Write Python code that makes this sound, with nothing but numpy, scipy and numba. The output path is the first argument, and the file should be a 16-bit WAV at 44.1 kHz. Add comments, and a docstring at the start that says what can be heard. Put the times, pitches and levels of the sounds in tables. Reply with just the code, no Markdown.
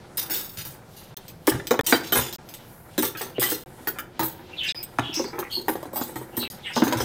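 """Steel spoons, forks and knives are laid into the plastic tray of a kitchen drawer, heard close up.
Steel chatters on steel and excites clusters of high, quickly damped modes; single notes sing out.
Blows ring the lower modes of tray and drawer; tines and blades scrape as noise through gliding resonances.
Rubbing noise rings the tray over a background hum and hiss; the sound drops out for an instant six times."""
import sys
import numpy as np
from numba import njit
from scipy import signal
from scipy.io import wavfile
from scipy.ndimage import uniform_filter1d

SR = 44100
rng = np.random.default_rng(int(sys.argv[2]) if len(sys.argv) > 2 else 0)


def materialize(psi):
    """Save the field psi as 16-bit PCM at rate SR to the path in sys.argv[1].

    A 1-D psi becomes a single channel; in a 2-D psi each row is a channel.
    """
    bounded = np.clip(np.atleast_2d(psi).T, -1, 1)
    quanta = np.round(bounded * 32767).astype(np.int16)
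    wavfile.write(sys.argv[1], SR, quanta)


N = 310464
T = np.arange(N) / SR

# modes of tray and drawer: pitch_hz, relative_db, share of the blow's t60 (used by blows only)
TRAY_MODES = [(70.4, -16, 1.4), (126.4, -3.5, 1.1), (246.4, -7.5, 1.9), (318.5, -0.5, 1.28),
              (357.3, 2.5, 0.64), (402.7, -11.5, 2.6), (486, -2, 0.72), (556, -4, 0.93), (733, -1.5, 0.16),
              (871.7, 3, 0.74), (959, 4.5, 0.27), (1154, -7.5, 0.73), (1290, 3, 0.55), (1585, -0.5, 0.54),
              (1707, 1.5, 0.52), (1914, 2, 0.3), (2350, 1.5, 0.21), (3510, -4, 0.39)]
# short silent gaps: start_s, end_s
GAPS_S = [(1.1452, 1.1676), (1.8125, 1.8345), (2.362, 2.384), (3.638, 3.660), (4.723, 4.7455),
          (6.478, 6.5005)]


def undb(db):
    """Decibels to amplitude ratio: 20 dB is a factor of ten."""
    return 10 ** (np.asarray(db) / 20)


def level(x, db):
    """Root-mean-square scaling: the whole signal is brought to an rms of db."""
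    return x * undb(db) / np.sqrt(np.mean(x ** 2))


def loudest_rms(x):
    """Short-time power: the rms of the loudest 10 ms."""
    return np.sqrt(uniform_filter1d(x ** 2, SR // 100).max())


@njit
def band(x, hz, width):
    """Resonant filtering: a state-variable band-pass whose centre moves every sample."""
    y, band_state, low_state = np.empty(len(x)), 0., 0.
    for i in range(len(x)):
        g, k = np.tan(np.pi * hz[i] / SR), width / hz[i]
        v = (band_state + g * (x[i] - low_state)) / (1 + g * (g + k))
        band_state, low_state, y[i] = 2 * v - band_state, low_state + 2 * g * v, k * v
    return y


@njit(fastmath=True)
def modes(x, pole, gain):
    """Modal superposition: exponentially decaying sinusoids, all struck by x."""
    y, re, im = np.zeros(len(x)), np.zeros(len(gain)), np.zeros(len(gain))
    c, s = pole.real.copy(), pole.imag.copy()
    for i in range(len(x)):
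        for m in range(len(gain)):
            re[m], im[m] = re[m] * c[m] - im[m] * s[m] + x[i], re[m] * s[m] + im[m] * c[m]
            y[i] += gain[m] * im[m]
    return y


def ring(x, hz, db, t60):
    """Modal resonance: modes of random sign; peaks come near 1, twice the rms of the loudest 10 ms."""
    decay = np.log(1000) / np.clip(t60, .008, 1)
    pole = np.exp((2j * np.pi * hz - decay) / SR)
    gain = undb(db) * np.sign(rng.standard_normal(len(hz)))
    y = modes(x + 1e-18, pole, gain)
    return .5 * y / loudest_rms(y)


def walk(rate, count=N):
    """Slow random modulation: levels held 1 / rate s, then slewed; spread near 1."""
    hold = int(SR / rate)
    held = np.repeat(rng.standard_normal(count // hold + 1), hold)
    return 1.2 * uniform_filter1d(held, hold)[:count]


def contacts(length_s, per_s, first, spread_db, settle_s, settle_db):
    """Repeated impact: a first blow, small contacts thinning over length_s, and trembling of t60 settle_s."""
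    swell_s, uneven_db = 0.0026, 3
    grain_db = 7.5  # the trembling is a spray of tiny ticks of uneven size
    stop_power = 1.22  # above 1 the trembling holds at first, then a hand stills it
    t = np.arange(int(.28 * SR)) / SR
    chance = rng.random(len(t))
    size, fine = rng.standard_normal((2, len(t)))

    hits = (chance < per_s / SR) * np.sign(size) * undb(spread_db * abs(size))
    train = hits * np.exp(-(t / max(length_s, .001)) ** 2)

    ticks = fine * undb(grain_db * abs(size))
    strength = undb(settle_db + uneven_db * walk(147.6, count=len(t)))
    settling = np.exp(-np.log(1000) * (t / max(settle_s, .01)) ** stop_power)
    train += strength * ticks * settling

    train *= 1 - np.exp(-t / swell_s)  # the pieces take a moment to start rattling
    train[0] = first
    return train[:int((.045 + settle_s) * SR)]


def add(out, s, sound):
    """Linear superposition: a sound joins the mix at s, dies away softly and ends by the next gap."""
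    i = int(s * SR)
    sound = sound * np.minimum(np.arange(len(sound))[::-1] / (.02 * SR), 1)
    end = min([N] + [int(gap_end * SR) for _, gap_end in GAPS_S if gap_end - .004 > s])
    out[i:min(end, i + len(sound))] += sound[:end - i]


def background():
    """Band-filtered noise: steady hum and hiss in half-octave steps; above 2.5 kHz levels waver at random."""
    # background spectrum: pitch_hz, relative_density_db (per Hz)
    spectrum = [(12, -39), (20, 6.5), (68, -8.5), (123, 13.5), (262, -13), (328, -15), (446, 2.5),
                (499, 1.5), (1290, -28.5), (2600, -21), (3070, -16.5), (5530, -27), (7110, -28.5),
                (10800, -20), (16000, -20)]
    waver_db, total_db = 5.4, -47.5
    hz, db = np.transpose(spectrum)
    out = 0
    for f in 25 * 2 ** np.arange(0, 9.4, .5):
        centre = np.full(N, f)
        noise = band(band(rng.standard_normal(N), centre, 0.83 * f), centre, 0.83 * f)
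        band_db = np.interp(np.log(f), np.log(hz), db) + (f > 2500) * waver_db * walk(9)
        out = out + undb(band_db) * noise
    return level(out, total_db)


def shuffle():
    """Friction noise: hands and pieces shifting in the tray ring its modes with uneven grit."""
    # rubbing levels, joined by straight lines: time_s, lower_modes_db, upper_modes_db
    rubbing = [(0.0, -51, -53), (0.391, -54.5, -50), (0.88, -58.5, -56.5), (1.508, -59, -58),
               (1.66, -48, -56), (2.08, -40, -44), (2.41, -51.5, -56), (2.86, -59, -54.5),
               (3.31, -52, -53.5), (3.59, -50.5, -54.5), (5.0, -51.5, -53), (5.23, -54, -44.5),
               (5.59, -55, -56), (5.941, -46, -50.5), (6.47, -45, -52.5), (6.76, -54, -47.5),
               (6.92, -44, -35), (7.04, -30.5, -39)]
    grit = rng.standard_normal(N) * undb(3.26 * walk(70))
    s, *levels_db = np.transpose(rubbing)
    out = 0
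    for part, part_db in zip([TRAY_MODES[2:9], TRAY_MODES[9:17]], levels_db):
        hz, db, _ = np.transpose(part)
        rubbed = level(ring(grit, hz, db, 14 / hz), 0)  # higher modes die sooner
        out = out + rubbed * undb(np.interp(T, s, part_db))
    return out


def steel():
    """Modal impact: each clink shakes several like pieces, each mode a cluster new in pitch and strength."""
    # steel on steel: start_s, peak_db of the top rings, low_db and mid_db against it,
    # rattle_s (scales chatter, settling and ringing)
    clinks = [(0.172, -23, -10.5, -4, 0.061), (0.179, -19.5, -6.5, -10, 0.22), (0.298, -27.5, -5, -7, 0.11),
              (0.3074, -19.5, -7.5, -7.5, 0.47), (.341, -31.5, 0.5, -16, 0.27), (0.573, -31, -2, -6, 0.33),
              (0.651, -30, -8.5, -14, 0.2), (0.966, -42.5, -1.5, -5, 0.28), (1.164, -28, -2, -14, 0.052),
              (1.2815, -37, -1, -8, 0.079), (1.47, -18.5, -2.5, -2.5, 0.13), (1.522, -46.5, 8.5, 1, 0.4),
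              (1.6703, -27, 1, -5, 0.059), (1.708, -24.5, 3.5, -7, 0.1), (1.792, -30.5, 6, -7, 0.019),
              (1.81, -32, 8, 1, 0.046), (1.844, -42, 0, -3, 0.41), (1.865, -18, -3.5, -1.5, 0.23),
              (1.901, -28, -1.5, -7, 0.16), (1.925, -28.5, 1.5, -6, 0.21), (2.036, -38, 5, -8, 0.58),
              (2.1223, -14, -9, -11.5, 0.24), (2.155, -22.5, -3.5, -0.5, 0.16),
              (2.174, -19, -3.5, -5.5, 0.11), (2.21, -33.5, 6, -3, 0.34), (2.327, -29.5, -2, -12, 0.099),
              (2.345, -39, 6.5, -10, 0.098), (2.489, -39, 0, -5, 0.12), (2.539, -35, -1, -5, 0.1),
              (2.979, -20, -4.5, -8, 0.13), (3.024, -18, -9.5, -7, 0.17), (3.045, -28, 1.5, -2, 0.17),
              (3.172, -31.5, -2.5, -9, 0.27), (3.213, -27.5, -1.5, -3.5, 0.16),
              (3.397, -17.5, -9, -7.5, 0.34), (3.427, -17.5, -3.5, -6.5, 0.16), (3.465, -31, -4, -11, 0.3),
              (3.5, -23.5, -4, -1, 0.15), (3.514, -24.5, -4.5, -9.5, 0.17),
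              (3.8731, -18, -12.5, -17, 0.087), (3.987, -28, -8.5, -9, 0.088),
              (4.1934, -23.5, -4.5, -13, 0.24), (4.233, -21, -20, -10.5, 0.16), (4.634, -41, 3, -5, 0.25),
              (4.829, -25, -16, -9.5, 0.079), (4.986, -41, 9.5, 3, 0.05), (5.14, -36.5, 9, -3, 0.38),
              (5.39, -27.5, -7, -8, 0.11), (5.508, -40, -3, -2, 0.63), (5.683, -21, -10, -10, 0.14),
              (5.756, -43, 0, -6, 0.099), (5.829, -38.5, -5, -7, 0.047), (5.857, -49, 1, -1, 0.079),
              (5.931, -32, -14, -8, 0.22), (5.959, -21.5, -13.5, -9.5, 0.23), (6.012, -34, 1.5, -18, 0.12),
              (6.05, -37.5, -7, -2.5, 0.33), (6.157, -35.5, -2, -1.5, 0.17), (6.213, -43, -12, -3, 0.095),
              (6.368, -22.5, -11.5, -7, 0.18), (6.501, -34.5, -3, -7, 0.17), (6.735, -44.5, 11, 2, 0.4),
              (6.7603, -36, 12, -4, 0.18), (6.838, -28, -1.5, -9, 0.17), (6.878, -32.5, 5.5, -9, 0.14),
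              (6.926, -28.5, 6, -9, 0.088), (6.972, -33.5, 4, -2, 0.22), (7.002, -29.5, 3.5, -3, 0.2)]
    # a typical piece of cutlery: pitch_hz, relative_db
    piece = [(2100, -33), (2700, -27), (3074, -20), (3550, -17), (4030, -18.5), (4384, -34), (4850, -18.5),
             (5320, -20), (5800, -32), (6400, -16.5), (6900, -23.5), (7670, -2), (8140, 10), (8600, 1),
             (8950, -31), (9300, 6.5), (9850, -0.5), (10400, 6), (11350, 0.5), (11500, -11), (11800, -0.5),
             (12150, -10), (12600, -4.5), (13100, 0), (13600, 5.5), (14300, 4.5), (14650, -24),
             (15050, 5.5), (15690, -21)]
    held_t60_s = 0.049  # fingers and neighbours damp every ring: no mode lasts longer
    chatter_share = 0.13  # spread of the chatter against rattle_s
    tick_low_hz, tick_top_hz = 1460, 7850  # the dry click of each contact
    tick_db = -11  # loudest 10 ms rms of the click, against the lower rings' peak
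    tick_band = signal.butter(2, [tick_low_hz, tick_top_hz], "band", fs=SR, output="sos")

    out, (hz, db) = np.zeros(N), np.repeat(piece, 5, axis=0).T
    group = np.searchsorted([7000, 11000], hz)
    low = group == 0
    for s, peak_db, low_db, mid_db, rattle_s in clinks:
        shift, strength, life = rng.standard_normal((3, len(hz)))
        f = hz * (1 + np.where(low, .05, .022) * shift)
        g = db + np.where(low, 5, 8) * np.minimum(strength, 1.2)
        free_t60 = np.where(low, .16, .33) * rattle_s * undb(3.0 * np.clip(life, -2, 1))
        t60 = np.minimum(free_t60, held_t60_s)

        touch = contacts(chatter_share * rattle_s, 700, 5.14, 5.04, 1.16 * rattle_s, -18.5)
        tick = signal.sosfilt(tick_band, touch)
        add(out, s, tick / loudest_rms(tick) * undb(peak_db + low_db + tick_db))
        for k, part_db in enumerate([low_db, mid_db, 0]):
            m = group == k
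            add(out, s, ring(touch, f[m], g[m], t60[m]) * undb(peak_db + part_db))
    return out


def pings():
    """Beating of close modes: a blow and a few after-touches ring a pair as one clear note."""
    # notes that sing out of a clink: start_s, pitch_hz, peak_db
    notes = [(.172, 5109, -30), (.172, 14163, -21), (.308, 14707, -27), (.345, 3553, -28),
             (.345, 4382, -33), (.345, 15036, -23), (1.472, 1567, -27), (1.868, 5782, -21),
             (1.869, 3074, -26), (1.927, 3898, -15.5), (1.926, 4727, -20), (1.95, 3122, -25.5),
             (2.123, 3068, -19.5), (2.125, 11456, -17), (2.126, 13706, -27), (2.165, 9841, -18),
             (2.98, 4075, -25), (3.029, 11719, -31), (3.05, 14653, -20), (3.176, 1567, -34),
             (3.24, 6277, -37), (3.401, 8129, -29), (3.43, 1976, -19.5), (3.464, 3117, -25),
             (3.502, 15687, -21), (3.505, 12339, -28), (3.876, 1480, -27), (4.232, 14083, -25),
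             (6.37, 13421, -24), (7.005, 5179, -25)]
    ping_t60_s, pair_spread = 0.054, 0.0046  # spread: typical detuning of the second mode, share of pitch
    out = np.zeros(N)
    for s, hz, db in notes:
        touch = contacts(0.022, 300, 4.6, 2.6, ping_t60_s, -19)
        pair = hz * (1 + pair_spread * np.array([0, rng.standard_normal()]))
        add(out, s, ring(touch, pair, np.array([0, -5]), ping_t60_s) * undb(db))
    return out


def tray():
    """Contact-time filtering: blows ring the tray and drawer, longer pushes weakening the higher modes."""
    # steel on the tray: start_s, peak_db of the lower modes, mid_db and high_db against it, blow_t60_s
    knocks = [(.174, -41, 2, 3.5, 0.12), (.298, -34.5, -1, -1, 0.083), (.308, -33.5, -8, 2, 0.14),
              (.35, -39, -5, -3, 0.21), (.578, -48.5, -4, 8, 0.24), (0.653, -41, -2, -6, 0.12),
              (1.172, -39.5, -2, -6, 0.037), (1.476, -6.5, -9, -9, 0.036), (1.518, -23, -1, 0, 0.085),
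              (1.544, -25.5, -20, -17, 0.097), (1.599, -30.5, -6, 4, 0.022), (1.709, -7.5, -9, -7.5, 0.046),
              (1.74, -21, 0.5, -6, 0.054), (1.792, -10, -6, -3.5, 0.019), (1.81, -17.5, 0, -9, 0.037),
              (1.865, -31.5, -1, -5, 0.25), (1.925, -5.5, -14, 0.5, 0.027),
              (1.932, -14.5, -0.5, -2.5, 0.066), (2.123, -16, -9, -2, 0.058),
              (2.155, -18.5, -0.5, -0.5, 0.14), (2.19, -24.5, 1, 6, 0.031), (2.385, -49.5, 5.5, 1, 0.17),
              (2.98, -12.5, -11, -10, 0.068), (3.028, -24.5, 2, 1.5, 0.095), (3.15, -34, -7, 4, 0.081),
              (3.21, -30, 3.5, 2.5, 0.11), (3.382, -14, -23, -18, 0.014), (3.417, -28.5, 2.5, 4.5, 0.2),
              (3.519, -20, -9.5, -5.5, 0.056), (3.872, -27.5, 0.5, 6.5, 0.043), (3.958, -41, 0, 2, 0.15),
              (3.986, -37.5, -3, 14, 0.052), (4.194, -20, 3, -1.5, 0.086), (4.229, -32, 4, 2.5, 0.11),
              (4.747, -43, 0, 3, 0.014), (4.987, -19, 6.5, 6.5, 0.03), (4.994, -27, 2, 7, 0.027),
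              (5.093, -24, -30, -27, 0.025), (5.17, -23.5, -25, -27, 0.15),
              (5.1961, -17.5, -2, -28.5, 0.059), (5.242, -24.5, -4, -9.5, 0.025),
              (5.331, -29, -2.5, -8, 0.24), (5.383, -22.5, -3, -10, 0.075), (5.427, -36.5, 9, 9, 0.027),
              (5.571, -26, -9, -30, 0.12), (5.682, -18, 6.5, -2.5, 0.053), (5.754, -20.5, -4.5, -12, 0.025),
              (5.8, -49, -6, -16, .06), (5.829, -37, 12, -11, 0.017), (5.855, -28, -3, -13, 0.023),
              (5.933, -39, 13, -26, 0.029), (5.958, -33, 9.5, -0.5, 0.11), (6.013, -16, -9, -11.5, 0.031),
              (6.158, -25.5, -1.5, -5.5, 0.063), (6.212, -30.5, -2.5, -16, 0.062),
              (6.373, -21, -7, -12, 0.073), (6.427, -35.5, 5, 3.5, 0.069), (6.764, -14, -2, -11, 0.053),
              (6.777, -21, -9, -14, 0.067), (6.8, -21.5, -21, -23, 0.067), (6.821, -3.5, -9.5, -16, 0.023),
              (6.826, -13.5, -3.5, -9, 0.021), (6.84, -34, -11, 8, 0.041), (6.868, -17.5, -6.5, -6, 0.043),
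              (6.88, -14, -15, -12, 0.044), (6.924, -18, 0.5, -2, 0.058), (6.948, -19, -33, -15, 0.064),
              (7.004, -19, -7, -3.5, 0.047)]
    # heavy landings that shake the whole drawer: start_s, peak_db
    thuds = [(0.577, -29), (0.656, -35), (1.516, -23), (1.544, -16.5), (1.789, -23), (1.927, -29.5),
             (2.157, -24), (2.186, -24.5), (3.029, -34), (3.149, -38), (3.382, -30), (4.196, -27.5),
             (4.23, -44), (4.987, -21), (6.16, -32.5), (6.373, -28.5), (6.43, -34), (6.841, -29),
             (6.873, -28), (6.949, -22.5), (7.004, -22)]
    # contact times: push_s for the drawer, lower, middle and upper modes
    push_s = [0.0047, 0.0011, 0.00064, 0.00022]
    tumble_s, thud_t60_s = 0.0085, 0.094  # each mode rings for its share of the blow's t60
    tray_low_hz = 189  # the tray's blows carry no deep boom
    thin = signal.butter(2, tray_low_hz, "high", fs=SR, output="sos")

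    out, (hz, db, share) = np.zeros(N), np.repeat(TRAY_MODES, 5, axis=0).T
    group = np.searchsorted([150, 500, 1200], hz)  # 0 is the drawer
    blows = []
    for s, peak_db, mid_db, high_db, t60 in knocks:
        blows.append((s, t60, {1: peak_db, 2: peak_db + mid_db, 3: peak_db + high_db}))
    for s, peak_db in thuds:
        blows.append((s, thud_t60_s, {0: peak_db}))

    for s, t60, parts in blows:
        shift, strength = rng.standard_normal((2, len(hz)))
        f = hz * (1 + np.where(group > 1, .08, .022) * shift)
        g = db + 3.05 * strength
        touch = contacts(tumble_s, 600, 2.44, 4.0, 1.59 * t60, -28.5)
        for k, part_db in parts.items():
            m = group == k
            # the thin floor yields, so the low modes feel a longer push
            push = np.convolve(touch, np.hanning(int(SR * push_s[k]) + 3))[:len(touch)]
            sound = ring(push, f[m], g[m], t60 * share[m])
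            if k:
                sound = signal.sosfilt(thin, sound)
            add(out, s, undb(part_db) * sound)
    return out


def scrapes():
    """Stick-slip friction: grit excites a gliding resonance; a squeal is narrow and has overtones."""
    # tines and blades sliding: loudest_s, fade_s, first_hz, last_hz, width_hz,
    # level_db (rms ahead of the rise and fade)
    slides = [(3.371, 0.041, 3000, 2400, 500, -42.5), (4.542, 0.055, 2660, 2500, 400, -44),
              (4.59, 0.039, 3840, 3040, 382, -32), (4.625, 0.061, 3120, 2830, 404, -26),
              (4.65, 0.12, 2010, 1800, 490, -38), (4.675, 0.056, 2820, 2530, 350, -26.5),
              (4.69, 0.041, 7700, 8040, 600, -41.5), (4.695, 0.033, 3930, 3580, 493, -27),
              (4.69, 0.054, 5120, 4850, 605, -33), (4.695, .05, 6500, 6500, 700, -46),
              (4.755, 0.027, 3440, 3270, 600, -46), (4.79, 0.072, 2480, 2450, 400, -47),
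              (5.015, 0.026, 3870, 3600, 350, -43), (5.055, 0.13, 3110, 3340, 456, -34.5),
              (5.145, 0.11, 2750, 2420, 490, -39), (5.165, 0.064, 5270, 5310, 450, -28.5),
              (5.179, 0.079, 5900, 5800, 450, -34), (5.27, 0.054, 4650, 4700, 400, -40),
              (5.449, 0.06, 2370, 1780, 404, -43.5), (5.536, 0.066, 3280, 3250, 406, -35),
              (5.545, 0.082, 4780, 4800, 400, -46), (6.352, 0.17, 2900, 2900, 490, -51.5),
              (6.427, 0.062, 4150, 3400, 420, -32), (6.44, 0.056, 3250, 2400, 500, -33),
              (6.66, 0.095, 3500, 2900, 450, -41), (6.675, 0.1, 3000, 2300, 450, -34.5),
              (6.675, 0.053, 2400, 1600, 400, -32.5), (6.675, .06, 8200, 8100, 500, -53.5),
              (6.76, 0.061, 5000, 5840, 420, -37)]
    # a tine squeals as it slides: loudest_s, fade_s, first_hz, last_hz, base_db
    squeals = [(4.765, 0.099, 5000, 4990, -41.5), (5.55, 0.061, 4430, 4290, -30)]
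    # squeal partials 1, 2 and 3: partial_db added to base_db
    partials_db = [4.5, -17, -12]
    squeal_width_hz = 220  # of the first partial; the others widen in proportion
    rise_s, rise_share = 0.04, 0.65  # longest rise; a short slide sets in faster, in this share of its fade
    # narrow resonances at random pitches near the slide add tonal streaks; level against the bare scrape
    streak_db, streak_t60_s = -3, 0.035
    catches_per_s, catch_db = 530, 12.5  # a sliding tine catches and lets go

    out = np.zeros(N)
    rows = list(slides)
    for s, fade, first, last, db in squeals:
        for k, part_db in enumerate(partials_db, 1):
            rows.append((s, fade, k * first, k * last, k * squeal_width_hz, db + part_db))

    for top, fade_s, first_hz, last_hz, width_hz, db in rows:
        # a slide already under way at a gap is heard from the gap's end on
        rise_start = top - min(rise_s, rise_share * fade_s)
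        start = max([rise_start] + [gap_end for _, gap_end in GAPS_S if gap_end < top])
        end = top + fade_s
        t = start + np.arange(int(.3 * SR)) / SR

        noise = rng.standard_normal(len(t))
        uneven_db = 1.7 * walk(231.0, count=len(t))
        catches = rng.random(len(t)) < catches_per_s / SR
        tone = noise * undb(uneven_db + catch_db * catches)
        hz = np.interp(t, [start, end], [first_hz, last_hz])
        for _ in range(3):  # three passes of double width leave about width_hz
            tone = band(tone, hz, 2 * width_hz)
        tone = level(tone, 0)

        reach_hz = width_hz + abs(first_hz - last_hz) / 2
        streak_hz = (first_hz + last_hz) / 2 + reach_hz * np.linspace(-1, 1, 8)
        streak_hz = streak_hz + 60 * rng.standard_normal(8)
        streaks = ring(tone, streak_hz, 0 * streak_hz, streak_t60_s)
        tone = tone + level(streaks, streak_db)
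        envelope = np.interp(t, [start, top, end], [0, 1, 0]) ** 0.95
        add(out, start, level(tone, db) * envelope)
    return out


def room(x):
    """Diffuse reverberation: the echo of a small kitchen, duller than the direct sound."""
    room_t60_s, room_db, room_hz = 0.38, -14.5, 5000
    t = np.arange(int(.5 * SR)) / SR
    dull = signal.butter(1, room_hz, fs=SR, output="sos")
    noise = signal.sosfilt(dull, rng.standard_normal(len(t)))
    tail = noise * np.exp(-np.log(1000) * t / room_t60_s) * np.minimum(t / 0.0025, 1)
    tail = tail / np.sqrt(np.sum(tail ** 2))
    return x + undb(room_db) * signal.fftconvolve(x, tail)[:len(x)]


def scene():
    """Superposition of sources: the drawer with its echo, over the background."""
    drawer = shuffle() + steel() + pings() + tray() + scrapes()
    # the drawer's sounds carry no deep bass
    drawer = signal.sosfilt(signal.butter(2, 80, "high", fs=SR, output="sos"), drawer)
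    # no echo carries over a gap
    stretches = np.split(drawer, [int(end * SR) for _, end in GAPS_S])
    return (np.concatenate([room(x) for x in stretches]) + background())[None]


def record(dry):
    """Soft saturation and low-pass filtering: loud peaks are rounded, gaps silenced, the top is cut."""
    top_hz = 15950
    on = np.ones(N)
    for start, end in GAPS_S:
        on *= np.clip(np.maximum(start - T, T - end) / .0004, 0, 1)
    rounded = np.tanh(.6 * dry) / .6
    return signal.sosfilt(signal.ellip(10, .2, 80, top_hz, fs=SR, output="sos"), rounded * on)


dry = scene()
out = record(dry)
materialize(out)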